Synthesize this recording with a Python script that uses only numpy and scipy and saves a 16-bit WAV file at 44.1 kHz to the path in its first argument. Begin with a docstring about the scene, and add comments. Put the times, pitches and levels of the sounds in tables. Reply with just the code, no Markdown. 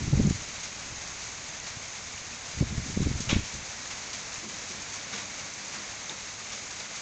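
"""Steady night rain outdoors in a storm: filtered noise for a wash of far drops, filtered random
clicks and short rings for a patter of near ones. Now and then gathered water splats on the ground
as a decaying spray of clicks, once close by; single drips tick and ring. Two short low rumbles pass,
most likely gusts that buffet the microphone: shaped low noise with separate thumps.
Dull thuds (low noise bursts) and a faint hum (a few harmonics) lie further off."""
import sys
import numpy as np
from scipy import signal
from scipy.fft import rfft, irfft, next_fast_len
from scipy.io import wavfile
from scipy.ndimage import uniform_filter1d

SR = 44100
rng = np.random.default_rng(int(sys.argv[2]) if len(sys.argv) > 2 else 0)


def generate_wav(sig):
    """Save sig (samples, or channels by samples) to the path in sys.argv[1] as 16-bit PCM at SR."""
    pcm = np.round(np.clip(np.atleast_2d(sig).T, -1, 1) * 32767).astype(np.int16)
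    wavfile.write(sys.argv[1], SR, pcm)


N = 309141
TIME = np.arange(N) / SR  # s

# Spectrum of water splashing close by. Each row: frequency in Hz, relative density in dB per Hz.
SPLASH_SPECTRUM = [(200, -13), (700, -7), (1400, -6.5), (2300, 0.5), (3000, -1), (3750, -2.5), (4500, -8.5),
                   (6600, -7), (7500, -16), (9000, -48)]


def gain_of(db):
    """Converts decibels to an amplitude factor."""
    return 10 ** (np.asarray(db) / 20)


def evened(x):
    """Scales to rms 1."""
    return x / np.sqrt(np.mean(x ** 2) + 1e-20)


def read(points, hz):
    """Interpolates a spectrum on a log-frequency axis."""
    point_hz, value = np.transpose(points)
    return np.interp(np.log(hz + 1), np.log(point_hz + 1), value)


def add(mix, start_s, sound):
    """Mixes a sound in at a start time, in place."""
    part = mix[max(round(start_s * SR), 0):][:len(sound)]
    part += sound[:len(part)]


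def coloured(x, points, tilt_db=0, lifts=()):
    """Filters x by a spectrum, a tilt in dB per octave above 500 Hz and band lifts; rms 1."""
    size = next_fast_len(len(x))
    hz = np.fft.rfftfreq(size, 1 / SR)
    db = read(points, hz) + tilt_db * np.log2(np.maximum(hz, 500) / 500)
    for centre_hz, width_hz, lift_db in lifts:
        db = db + lift_db / (1 + (2 * (hz - centre_hz) / width_hz) ** 4)
    return evened(irfft(rfft(x, size) * gain_of(db), size)[:len(x)])


def wander(rate_hz):
    """Random fluctuation of rms 1, weak below 1 Hz and rolling off around rate_hz."""
    hz = np.fft.rfftfreq(N, 1 / SR)
    shape = hz / (hz + 1) / (1 + (hz / rate_hz) ** 2)
    return evened(irfft(rfft(rng.standard_normal(N)) * shape, N))


def impacts(size, per_s, spread_db):
    """Random clicks of either sign, most small and a few large."""
    height = gain_of(spread_db * np.minimum(rng.exponential(1, size), 5))
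    sign = rng.choice([-1, 1], size)
    return evened_free(height * sign, size, per_s)


def evened_free(clicks, size, per_s):
    """Keeps a random per_s clicks a second on average, at unchanged height."""
    return clicks * (rng.random(size) < per_s / SR)


def swell(crest_s, rise_s, fall_s):
    """A smooth bell in time, of height 1, with its own rise and fall."""
    return np.exp(-((TIME - crest_s) / np.where(TIME < crest_s, rise_s, fall_s)) ** 2)


def hum(base_hz=49.5, waver=0.0093, flutter_db=3):
    """A few low harmonics, perhaps a far engine, that swell once and fade."""
    # Each row: harmonic number, relative level in dB.
    harmonics = [(2, -1.5), (3, -4.5), (4, -1), (6, -4.5)]
    floor_db, swell_db, crest_s, swell_s = -65, -62, 5.08, 0.9
    turns = np.cumsum(base_hz * (1 + waver * wander(3.2))) / SR
    lines = sum(np.sin(2 * np.pi * k * turns) * gain_of(db + flutter_db * wander(4)) for k, db in harmonics)
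    return lines * (gain_of(floor_db) + gain_of(swell_db) * swell(crest_s, swell_s, swell_s))


def thuds(t60_s=0.37, rise_s=0.0059):
    """Dull thuds further off: low noise bursts that die away quickly."""
    # Each row: start in seconds, level before the decay in dB.
    knocks = [(4.428, -43.5), (4.465, -46), (4.69, -43.5), (5.135, -49), (5.744, -46)]
    # Each row: frequency in Hz, relative density in dB per Hz.
    spectrum = [(60, -30), (110, -16), (150, -12), (215, 2.5), (260, -15), (340, -2.5), (450, -18),
                (900, -46)]
    out, t = np.zeros(N), TIME[:SR // 3]
    for start_s, db in knocks:
        envelope = (1 - np.exp(-t / rise_s)) * gain_of(db - 60 * t / t60_s)
        add(out, start_s, coloured(rng.standard_normal(len(t)), spectrum) * envelope)
    return out


def buffets(waver=0.16, steepen=0.48):
    """Each eddy that hits the microphone swings the pressure to and fro, steepest at its height."""
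    # Thumps of air. Each row: middle in seconds, peak in dB, mean pitch in Hz, sech length in seconds.
    eddies = [(0.136, -15.5, 145, .007), (0.2, -13, 243, 0.0038), (0.255, -14.5, 250, 0.0039),
              (.275, -15.5, 165, 0.0034), (0.31, -20, 170, 0.0014), (0.358, -28, 100, 0.0059),
              (2.613, -13.5, 140, 0.0019), (2.627, -20.5, 251, 0.0043), (2.727, -24.5, 135, 0.0018),
              (2.781, -23, 105, 0.0021), (2.975, -16.5, 160, 0.0019), (3.006, -18, 202, .003),
              (3.029, -22.5, 150, .0017), (3.072, -21, 220, 0.0013), (3.115, -21, 150, 0.0016),
              (3.159, -24.5, 130, 0.0024), (3.206, -26, 160, 0.0018), (3.33, -13.5, 185, 0.0014),
              (3.367, -18.5, 185, .0014)]
    out, t = np.zeros(N), TIME[:SR // 8]
    middle_s = t.mean()
    for at_s, db, hz, length_s in eddies:
        turns = np.cumsum(hz * (1 + waver * wander(100)[:len(t)])) / SR
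        angle = 2 * np.pi * (turns - turns[len(t) // 2])
        force = 1 / np.cosh((t - middle_s) / length_s)
        swing = -force * np.sin(angle + steepen * force * np.sin(angle))
        add(out, at_s - middle_s, gain_of(db) * swing / abs(swing).max())
    return out


def gusts(churn_db=-1, lumpy_db=4.0, flutter_db=1.0):
    """Churning air rumbles as each gust swells and drops; its strongest eddies thump."""
    # Each row: crest in seconds, level in dB before churn_db, rise in seconds, fall in seconds.
    gust_rows = [(.21, -27, 0.16, .115), (.9, -50.5, 0.035, 0.11), (2.615, -29.5, 0.042, 0.04),
                 (2.78, -36.5, 0.1, 0.18), (3.03, -30, 0.078, 0.15), (3.335, -24.5, 0.038, 0.063),
                 (3.555, -46, 0.019, 0.072)]
    # Churning and hard-buffet flutter. Each row: frequency in Hz, relative density in dB per Hz.
    rumble_spectrum, flutter_spectrum = [(20, -8.5), (50, -1), (90, 2.5), (150, -2), (240, -8.5),
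                                         (330, -14.5), (450, -27.5), (700, -37.5), (1200, -63.5)], [(120, -22.5), (260, -1), (400, -2), (620, -8),
                                                         (800, -10.5), (1200, -33), (2000, -70)]
    breeze_db, breeze_drop_db_per_s = -52.5, 1.56  # breeze between gusts, before churn_db
    wind = gain_of(breeze_db - breeze_drop_db_per_s * TIME)
    for crest_s, db, rise_s, fall_s in gust_rows:
        wind = wind + gain_of(db) * swell(crest_s, rise_s, fall_s)
    churn = coloured(rng.standard_normal(N), rumble_spectrum)
    # steadied, so that the wind alone sets the level
    churn = churn / np.sqrt(uniform_filter1d(churn ** 2, size=1500) + 1e-9)
    rumble = churn * wind * gain_of(churn_db + lumpy_db * wander(40)) + buffets()
    # hard buffets shed small, fast eddies, so the rumble brightens with its power
    power = uniform_filter1d(rumble ** 2, size=600)
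    flutter = coloured(rng.standard_normal(N), flutter_spectrum)
    return rumble + gain_of(flutter_db) * power * flutter


def drips(tick=0.24, tick_s=0.00082, rise_s=0.0002):
    """A drip close by ticks and rings for a few cycles."""
    # Each row: start in seconds, level before rise and decay in dB, pitch in Hz, t60 in seconds.
    drops = [(.301, -22, 7000, 0.0078), (1.6004, -24, 6360, 0.0093), (3.6314, -24, 6300, 0.006),
             (5.131, -34.5, 3750, .05), (6.0957, -20, 3640, 0.01), (6.806, -30, 4700, 0.012)]
    out, t = np.zeros(N), TIME[:SR // 20]
    for start_s, db, hz, t60_s in drops:
        ring = np.sin(2 * np.pi * hz * t) * gain_of(-60 * t / t60_s)
        crack = tick * coloured(rng.standard_normal(len(t)), SPLASH_SPECTRUM) * np.exp(-t / tick_s)
        add(out, start_s, gain_of(db) * (ring + crack) * (1 - np.exp(-t / rise_s)))
    return out


def splash(start_s=3.2905, crest_db=-25.5, ragged_db=0.5, rise_s=.001):
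    """A larger pour lands nearby, swells while the water pours, then crackles away."""
    # Bands that ring in the splash. Each row: centre in Hz, width in Hz, lift in dB.
    rings = [(2246, 48, 4), (2740, 70, 3), (3340, 50, 5), (3750, 250, 0.5)]
    swell_s, swell_db, t60_s = .015, 3.5, .28
    out, t = np.zeros(N), TIME[:SR // 4]
    spray = coloured(impacts(len(t), per_s=3500, spread_db=1.0), SPLASH_SPECTRUM, lifts=rings)
    db = np.minimum(swell_db * (t / swell_s - 1), -60 * (t - swell_s) / t60_s)
    level = gain_of(crest_db + db + ragged_db * wander(150)[:len(t)])
    add(out, start_s, spray * (1 - np.exp(-t / rise_s)) * level)
    return out


def splats(rise_s=.003, t60_s=0.29):
    """Gathered water lands further off, each lump a spray of droplet clicks that dies away."""
    # Each row: start in seconds, level before the decay in dB, tilt in dB per octave.
    lumps = [(.628, -35, 3), (1.215, -38.5, 6), (1.665, -37, 0.5), (3.201, -33, 8), (3.44, -37.5, 3),
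             (3.903, -34.5, 1), (4.128, -34.5, 3), (4.685, -37, 7), (5.128, -33, -1.5), (5.176, -36, 0.5),
             (5.736, -37, -1.5), (6.097, -40, -5.5), (6.518, -36, 2), (6.796, -36.5, 2.5),
             (6.952, -36.5, 4.5)]
    # Each row: frequency in Hz, relative density in dB per Hz.
    spectrum = [(40, -35.5), (150, -9), (500, -5), (1400, -2), (2200, 1), (3000, -2.5), (3750, -1.5),
                (4600, -3), (6600, 0), (7400, -8.5), (8200, -23), (9000, -37.5)]
    out, t = np.zeros(N), TIME[:SR // 3]
    for start_s, db, tilt_db in lumps:
        spray = coloured(impacts(len(t), per_s=5000, spread_db=1.0), spectrum, tilt_db)
        add(out, start_s, spray * (1 - np.exp(-t / rise_s)) * gain_of(db - 60 * t / t60_s))
    return out


def plinks(ring_s=0.0021, count=28):
    """Some drops ring for a moment, each at one of count pitches."""
    t = TIME[:SR // 60]
    pitches_hz = np.linspace(1200, 8400, count) * rng.uniform(.97, 1.03, count)
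    rings = np.sin(2 * np.pi * pitches_hz[:, None] * t) * np.exp(-t / ring_s)
    clicks = impacts(N, per_s=900, spread_db=4.0)
    kind = rng.integers(0, count, N)
    out = np.zeros(N)
    for at in np.flatnonzero(clicks):
        add(out, at / SR, clicks[at] * rings[kind[at]])
    return out


def rain(wash_db=-41.5, patter_db=-45, plink_db=-50, wash_sway_db=0.56, patter_sway_db=2.5):
    """Far drops merge into a wash; near ones tick in flurries, and some ring."""
    # How hard it rains. Each row: time in seconds, level in dB, of which only the changes count.
    rainfall = [(0.0, -39.5), (0.56, -39), (2.13, -40), (2.63, -39.5), (5.21, -38.5), (6.3, -39.5),
                (7.0, -39.5)]
    # Far and near drops. Each row: frequency in Hz, relative density in dB per Hz.
    wash_spectrum, patter_spectrum = [(20, -22.5), (45, -5), (100, -3.5), (160, -4.5), (220, -2.5),
                                      (330, -7.5), (550, -3.5), (1400, -4.5), (2100, -2), (3200, -4.5),
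                                      (5300, -6), (6500, -5), (7400, -9), (9000, -39.5)], [(300, -22), (900, -1.5), (2200, -2), (3100, 0),
                                                    (5000, -0.5), (6500, 3.5), (7300, -3), (8200, -11.5),
                                                    (9000, -26)]
    # Resonances that colour the rain. Each row: centre in Hz, width in Hz, lift in dB.
    resonances = [(2200, 450, 1.5), (2268, 35, 2.5), (3145, 790, -3), (3300, 37, 2), (6600, 1600, 3.5)]
    time_s, db = np.transpose(rainfall)
    strength = gain_of(np.interp(TIME, time_s, db - db.mean()))
    wash = coloured(rng.standard_normal(N), wash_spectrum, lifts=resonances)
    wash = wash * gain_of(wash_db + wash_sway_db * wander(11))
    drops = impacts(N, per_s=3000, spread_db=1.5) * gain_of(patter_sway_db * wander(15))
    patter = gain_of(patter_db) * coloured(drops, patter_spectrum, lifts=resonances)
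    ringing = gain_of(plink_db) * coloured(plinks(), patter_spectrum, lifts=resonances)
    return strength * (wash + patter + ringing)


def scene():
    """Rain, falling water, gusts and far noises at one microphone."""
    return (rain() + splats() + splash() + drips() + gusts() + thuds() + hum())[None]


def record(dry, edge_hz=9050):
    """The recorder's band limit: a linear-phase low-pass."""
    lowpass = signal.firwin(401, edge_hz, window=("kaiser", 9), fs=SR)
    return signal.oaconvolve(dry, lowpass[None], "same")


dry = scene()
out = record(dry)
generate_wav(out)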